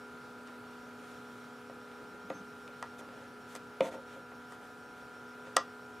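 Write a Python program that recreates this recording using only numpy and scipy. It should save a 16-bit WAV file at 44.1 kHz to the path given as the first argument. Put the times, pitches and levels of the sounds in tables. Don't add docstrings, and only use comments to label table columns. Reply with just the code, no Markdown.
import sys
import numpy as np
from scipy import signal
from scipy.fft import rfft, irfft
from scipy.io import wavfile
from scipy.ndimage import uniform_filter1d

SR = 44100
rng = np.random.default_rng(int(sys.argv[2]) if len(sys.argv) > 2 else 0)


def dump_mix(stems):
    frames = np.atleast_2d(stems).T
    limited = np.clip(frames, -1, 1)
    pcm = np.round(limited * 32767).astype(np.int16)
    wavfile.write(sys.argv[1], SR, pcm)


def rack_gain(trim_db):
    fader = np.asarray(trim_db, float)
    return 10 ** (fader / 20)


N = 264600

# freq_hz, likeness [0-1]
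LIKENESS = [(25, 0.58), (60, 1), (180, 0.8), (550, 0.76), (1650, 0.87), (4970, 0.82), (15000, 0.92)]
# freq_hz, level_db, t60_s
CASE_MODES = [(208, -12, 0.074), (285, -31, 0.039), (316, -10.5, 0.16), (400, -17.5, 0.093),
              (470, -1, 0.051), (557, -11, 0.035), (540, 7, 0.092), (592, -1, 0.062), (652, 5, 0.019),
              (680, 1.5, 0.059), (909, 2, 0.064)]
# freq_hz, level_db, t60_s
KEY_MODES = [(722, -9, 0.037), (955, -0.5, 0.11), (1057, 3, 0.075), (1203, 0.5, 0.11), (1270, 4.5, 0.057),
             (1362, 9, 0.028), (1422, 1.5, 0.017), (1694, 4.5, 0.081), (1940, 5, 0.03), (1890, 12, 0.031),
             (2310.4, -20, 0.049), (3000, -10, 0.016), (3200, -23, 0.045)]


def evened(x):
    return x / np.sqrt(np.mean(x ** 2) + 1e-20)


def read(points, hz):
    f, value = np.transpose(points)
    return np.interp(np.log(hz + 1), np.log(f + 1), value)


def follow(rows):
    s, *columns = np.transpose(rows)
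    return [np.interp(np.arange(N) / SR, s, c) for c in columns]


def drift(hz):
    t = np.arange(0, N + 400, 400) / SR
    slow = np.zeros(len(t))
    for f in np.geomspace(hz / 20, hz, num=12):
        slow += np.sin(2 * np.pi * (f * t + rng.random())) / np.sqrt(f)
    return np.interp(np.arange(N) / SR, t, evened(slow))


def strokes(rows):
    skew, roundness = 0.86, 0.94
    gain = np.zeros(N)
    for start_s, length_s, level_db in rows:
        u = np.linspace(0, 1, round(length_s * SR))
        arch = abs(np.sin(np.pi * u ** skew)) ** roundness
        gain[round(start_s * SR):][:len(u)] += rack_gain(level_db) * arch
    return gain


def ring(modes):
    t = np.arange(SR // 4) / SR
    out = np.zeros(len(t))
    for hz, level_db, t60_s in modes:
        out += rack_gain(level_db - 60 * t / t60_s) * np.sin(2 * np.pi * hz * t)
    return out / np.linalg.norm(out)


def coloured(shape, patchy_db):
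    frames, hz = N // 256 + 5, np.fft.rfftfreq(1024, 1 / SR)
    a, b, c, d, patches = rng.standard_normal((frames, 513, 5)).T
    patches = uniform_filter1d(patches, size=12, axis=0)
    patches = evened(uniform_filter1d(patches, size=14, axis=1))
    mid = a + 1j * b
    side_gain = np.sqrt((1 - np.clip(read(LIKENESS, hz), 0, 1)) / 2)
    side = side_gain[:, None] * (c + 1j * d)
    z = np.array([mid + side, mid - side]) * rack_gain(read(shape, hz)[:, None] + patchy_db * patches)
    return evened(signal.istft(z, nperseg=1024, noverlap=768)[1][:, :N])


def causal(db):
    log_gain = np.log(rack_gain(np.concatenate([db, db[-2:0:-1]])))
    return np.exp(np.conj(signal.hilbert(log_gain)))[:len(db)]


def high_pass(x, hz):
    return signal.sosfilt(signal.butter(4, hz, "high", fs=SR, output="sos"), x)


def room(x):
    # freq_hz, t60_s
    decay = [(200, 0.21), (500, 0.096), (1200, 0.15), (3000, 0.16), (6000, 0.16), (10000, 0.14)]
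    # freq_hz, gain_db
    wall_return = [(300, 8), (1200, 4.5), (3000, 3), (6000, 1.5), (10000, -22.5)]
    echo_advance_samples = 120
    size = SR // 2
    taps = np.zeros((2, size))
    at = np.arange(200, size - 20, 20) + rng.integers(0, 20, (2, (size - 201) // 20))
    np.put_along_axis(taps, at - echo_advance_samples, rng.choice([-1., 1.], at.shape), 1)
    hz, t, z = signal.stft(taps, SR, nperseg=256)
    gain_db = read(wall_return, hz)[:, None] - 60 * t / read(decay, hz)[:, None]
    mid, side = signal.istft(z * rack_gain(gain_db), SR, nperseg=256)[1]
    tail = np.array([mid + 0.063 * side, mid - 0.13 * side]) / np.linalg.norm(mid)
    return signal.fftconvolve(x[None], tail, axes=1)[:, :N]


def fan():
    # time_s, freq_hz
    speed = [(0.0, 1396), (0.12, 1397), (3.64, 1394), (5.88, 1404), (6.0, 1394)]
    # freq_hz, level_db
    tones = [(242.2, -57), (279.9, -69.5), (419.9, -59.5), (489.9, -63.5), (732.1, -67), (802.1, -74),
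             (839.8, -69), (979.8, -65), (1114, -84.5), (1152, -77), (1222, -74.5), (1260, -64.5),
             (1292, -67), (1324, -67), (1362, -70), (1394, -56), (1432, -88), (1464, -118), (1502, -69.5),
             (1534, -65), (1572, -72), (1674, -78), (1712, -71.5), (1744, -78.5), (1976, -98), (2164, -84),
             (2406, -78), (2552, -83), (2756, -105.5), (2794, -88)]
    # time_s, level_db
    opening = [(0.0, 1.5), (0.75, 1), (1.6, 0.7), (2.2, -0.3), (2.5, 0.5), (3.1, .2), (3.95, 1.5),
               (4.4, -0.7), (4.9, -3.5), (5.4, 0.8), (6.0, -1.5)]
    shaded = {7: 1.05, 12: 0.9, 21: -0.8}
    # level_db, waver_hz
    mains_db, waver_hz = (-71, 9)
    # freq_hz, density_db
    air_shape = [(22, -74), (60, -21), (105, -6.5), (150, -7), (300, -6), (500, -5.5), (700, -9),
                 (1000, -11.5), (1400, -11), (1900, -16), (3500, -20.5), (6000, -27), (12500, -33),
                 (16000, -43)]
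    air_db, mains_hz = -55.5, 120

    shaft_hz = follow(speed)[0] / 40
    turns = np.cumsum(shaft_hz) / SR
    opening_db = follow(opening)[0]
    hum = np.zeros(N)
    for hz, tone_db in tones:
        order = round(hz / shaft_hz.mean())
        level_db = tone_db + 1.1 * drift(3) + shaded.get(order, 0) * opening_db
        cycles = order * turns + rng.random() + 0.057 * drift(3.5)
        hum += np.sqrt(2) * rack_gain(level_db) * np.sin(2 * np.pi * cycles)
    mains_gain = np.sqrt(2) * rack_gain(mains_db + 1.9 * drift(waver_hz))
    mains_cycles = mains_hz * np.arange(N) / SR + 0.6 * drift(waver_hz)
    hum += mains_gain * np.sin(2 * np.pi * mains_cycles)
    swell_db = 0.4 * drift(2)
    return hum + rack_gain(air_db + swell_db) * coloured(air_shape, patchy_db=1.0)


def lens():
    # first_s, last_s, burst_length_s, level_db
    runs = [(0, 0, .065, 0), (.2, .334, .067, -4), (.467, .467, .1, -4), (.667, .801, .067, 0),
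            (.934, .934, .067, -3), (1.068, 1.068, .133, 0), (1.268, 3.4, .067, 0), (3.537, 3.8, .067, -4),
            (3.937, 4.471, .067, 0), (4.671, 4.671, .067, -1), (4.805, 4.805, .133, 0),
            (5.005, 5.94, .067, 0)]
    pitch_hz, fuzz_hz, level_db = 5560, 6, -73.5
    period_s = 4 / 29.97
    gate = np.zeros(N)
    for first_s, last_s, length_s, db in runs:
        for s in np.arange(first_s, last_s + period_s / 2, period_s) * 0.9992:
            gate[round(s * SR):round((s + length_s) * SR)] = rack_gain(level_db + db)
    pitch = pitch_hz + fuzz_hz * drift(50)
    return np.sqrt(2) * uniform_filter1d(gate, size=60) * np.sin(2 * np.pi * np.cumsum(pitch) / SR)


def leans():
    # time_s, level_db
    pushes = [
        (2.244, -48),
        (2.303, -44),
        (2.35, -46),
        (2.398, -44),
        (3.808, -36.5),
        (3.822, -43),
    ]
    # freq_hz, level_db, t60_s
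    bench_modes = [(141, -2, 0.023), (203, 2, 0.12), (268, 4, 0.086)]
    drive = np.zeros(N)
    for s, level_db in pushes:
        at = round(s * SR)
        drive[at:at + 120] += rack_gain(level_db) * np.hanning(120)
    return rack_gain(-13) * high_pass(signal.oaconvolve(drive, ring(bench_modes))[:N], 105)


def rub():
    # start_s, length_s, level_db, extra_top_db
    slides = [(0.463, .042, -59, -22), (.95, 0.34, -61.5, -3), (1.25, .31, -66, -1), (2.31, .12, -68, -8),
              (2.979, 0.037, -58.5, 2.5), (3.1, 0.21, -65, -5), (3.472, 0.098, -61, 2.5),
              (3.545, 0.037, -52.5, -1), (3.815, 0.092, -52, -1), (3.905, 0.065, -57, -3),
              (4.05, 0.17, -60.5, -5), (4.49, .08, -64, 2.5), (4.6, 0.11, -66, -1), (4.95, .1, -67, -3),
              (5.44, .07, -62, -6)]
    # freq_hz, density_db
    skin_shape = [(700, -27), (1200, -6), (2000, -2), (3500, -3), (5000, -12.5), (6300, -7), (9500, -12.5),
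                  (13000, -17), (16000, -30)]
    dry_top_hz = 5000
    grit = 1 + 0.5 * uniform_filter1d(rng.exponential(1, N) ** 2, size=40)
    hiss = evened(grit * coloured(skin_shape, patchy_db=1.5))
    top = signal.sosfiltfilt(signal.butter(2, dry_top_hz, "high", fs=SR, output="sos"), hiss)
    body_gain = strokes([(s, length, db) for s, length, db, _ in slides])
    top_gain = strokes([(s, length, db + top_db) for s, length, db, top_db in slides])
    return body_gain * (hiss - top) + top_gain * top


def squeaks():
    # start_s, length_s, first_hz, last_hz, level_db
    glides = [
        (2.28, .052, 6350, 6800, -70),
        (2.336, 0.039, 6120, 6370, -63),
        (2.357, .06, 6170, 6300, -68),
    ]
    out = np.zeros(N)
    for s, length_s, first_hz, last_hz, level_db in glides:
        glide_hz = np.interp(np.arange(N) / SR, (s, s + length_s), (first_hz, last_hz))
        pitch = glide_hz * (1 + 0.008 * drift(50))
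        out += strokes([(s, length_s, level_db)]) * np.sin(2 * np.pi * np.cumsum(pitch) / SR)
    return np.sqrt(2) * out


def drag():
    # start_s, length_s, level_db
    drags = [
        (2.99, 0.065, -58),
        (3.07, 0.23, -58),
        (3.815, .03, -41),
        (3.84, 0.034, -37),
        (3.868, 0.027, -40),
        (3.912, 0.029, -44.5),
        (3.932, .04, -44.5),
        (3.975, 0.018, -49),
        (4.11, 0.1, -55),
    ]
    slips_per_s = 1500
    force = rack_gain(2.5 * rng.exponential(1, N)) * rng.choice([-1, 1], N)
    slips = force * (rng.random(N) < slips_per_s / SR)
    return signal.oaconvolve(strokes(drags) * evened(slips), ring(CASE_MODES) + 0.11 * ring(KEY_MODES))[:N]


def blows():
    # time_s, key_db, case_db, tick_db, snap_share (1 key snap, 0 knuckle tap, over 1 thinner)
    contacts = [(0.4738, -40, -64, -58.5, 1.5), (.484, -36, -66, -53, 0.017),
                (1.6974, -36, -38.5, -60, 0.4), (1.915, -52, -64, -55.5, 0.2),
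                (2.3005, -32, -39, -45.5, 0.17), (2.303, -26, -26, -52, 0.4), (2.678, -44, -52, -50, 0.3),
                (2.8263, -20, -48, -43.5, 0.83), (2.841, -34, -57, -58, 0.3), (2.992, -47, -46, -60, 0.95),
                (3.01, -36, -39.5, -68, .45), (3.088, -37, -46, -55, 0.05), (3.5517, -29.5, -43, -44, 1.55),
                (3.5617, -52, -42.5, -46.5, 0.97), (3.806, -25, -19.5, -37.5, 0.05),
                (3.8079, -53, -17, -32.5, 0.1), (4.319, -37, -45, -65, .4), (4.522, -32.5, -50, -55, 1.1),
                (5.47, -36, -41, -58, 0.25), (5.5641, -53, -29.5, -37, 0.65), (5.5666, -9, -24, -20, 1.02),
                (5.5682, -7, -35, -30, 0.19)]
    # freq_hz, density_db
    snap_shape = [(1500, -49.5), (2500, 2.5), (3300, 4), (4100, -4), (4800, 6), (5600, 0.5), (6400, 3),
                  (7300, 0.5), (8200, 7), (9200, -3), (12000, -12), (16000, -34)]
    # freq_hz, density_db
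    tap_shape = [(1200, -24), (2000, 13.5), (2700, 9.5), (3200, -0.5), (3700, 6.5), (4500, -11.5),
                 (6000, -13.5), (10000, -20.5), (16000, -37)]
    contact_s = 1.796 / 1000
    grit_even = 0.78
    key_bass_cut_hz = 685

    key, case, tick = np.zeros((3, N + 512))
    hz = np.fft.rfftfreq(512, 1 / SR)
    u = np.arange(512) / SR / contact_s
    push = np.sin(np.pi * np.minimum(2.61 * u, 1)) ** 2
    crack = 0.5 * np.sinc(SR * contact_s * (u - 0.25))
    for s, key_db, case_db, tick_db, share in contacts:
        snap = rng.standard_normal(512) * u * np.exp(-3.5 * u) + crack
        share = np.clip(share, 0, 1.6)
        colour = causal(share * read(snap_shape, hz) + (1 - share) * read(tap_shape, hz))
        spectrum = rfft(snap)
        bright = irfft(spectrum / abs(spectrum) ** grit_even * colour)
        bright = bright * np.hanning(1024)[512:]
        rough = push + 0.35 * snap
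        at = round(s * SR)
        for lane, force, db in ((key, rough, key_db), (case, push, case_db), (tick, bright, tick_db)):
            lane[at:at + 512] += rack_gain(db) * force / np.linalg.norm(force)
    key_ring = signal.oaconvolve(key, high_pass(ring(KEY_MODES), key_bass_cut_hz))
    case_ring = signal.oaconvolve(case, ring(CASE_MODES))
    return rack_gain(2.5) * key_ring[:N] + rack_gain(6) * case_ring[:N] + rack_gain(20) * tick[:N]


def scene():
    hand_bass_cut_hz = 216
    hand = high_pass(blows() + drag(), hand_bass_cut_hz) + leans()
    direct = hand * rack_gain(np.array([[0.2], [-0.2]]))
    return direct + rack_gain(-12.5) * room(hand) + rub() + squeaks() + lens() + fan()


def low_pass(x):
    return signal.sosfilt(signal.butter(12, 15750, fs=SR, output="sos"), x)


def record(dry):
    edge = signal.firwin(numtaps=255, cutoff=16200, fs=SR)
    limited = signal.oaconvolve(dry, edge[None], "same")
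    return low_pass(limited)


dry = scene()
out = record(dry)
dump_mix(out)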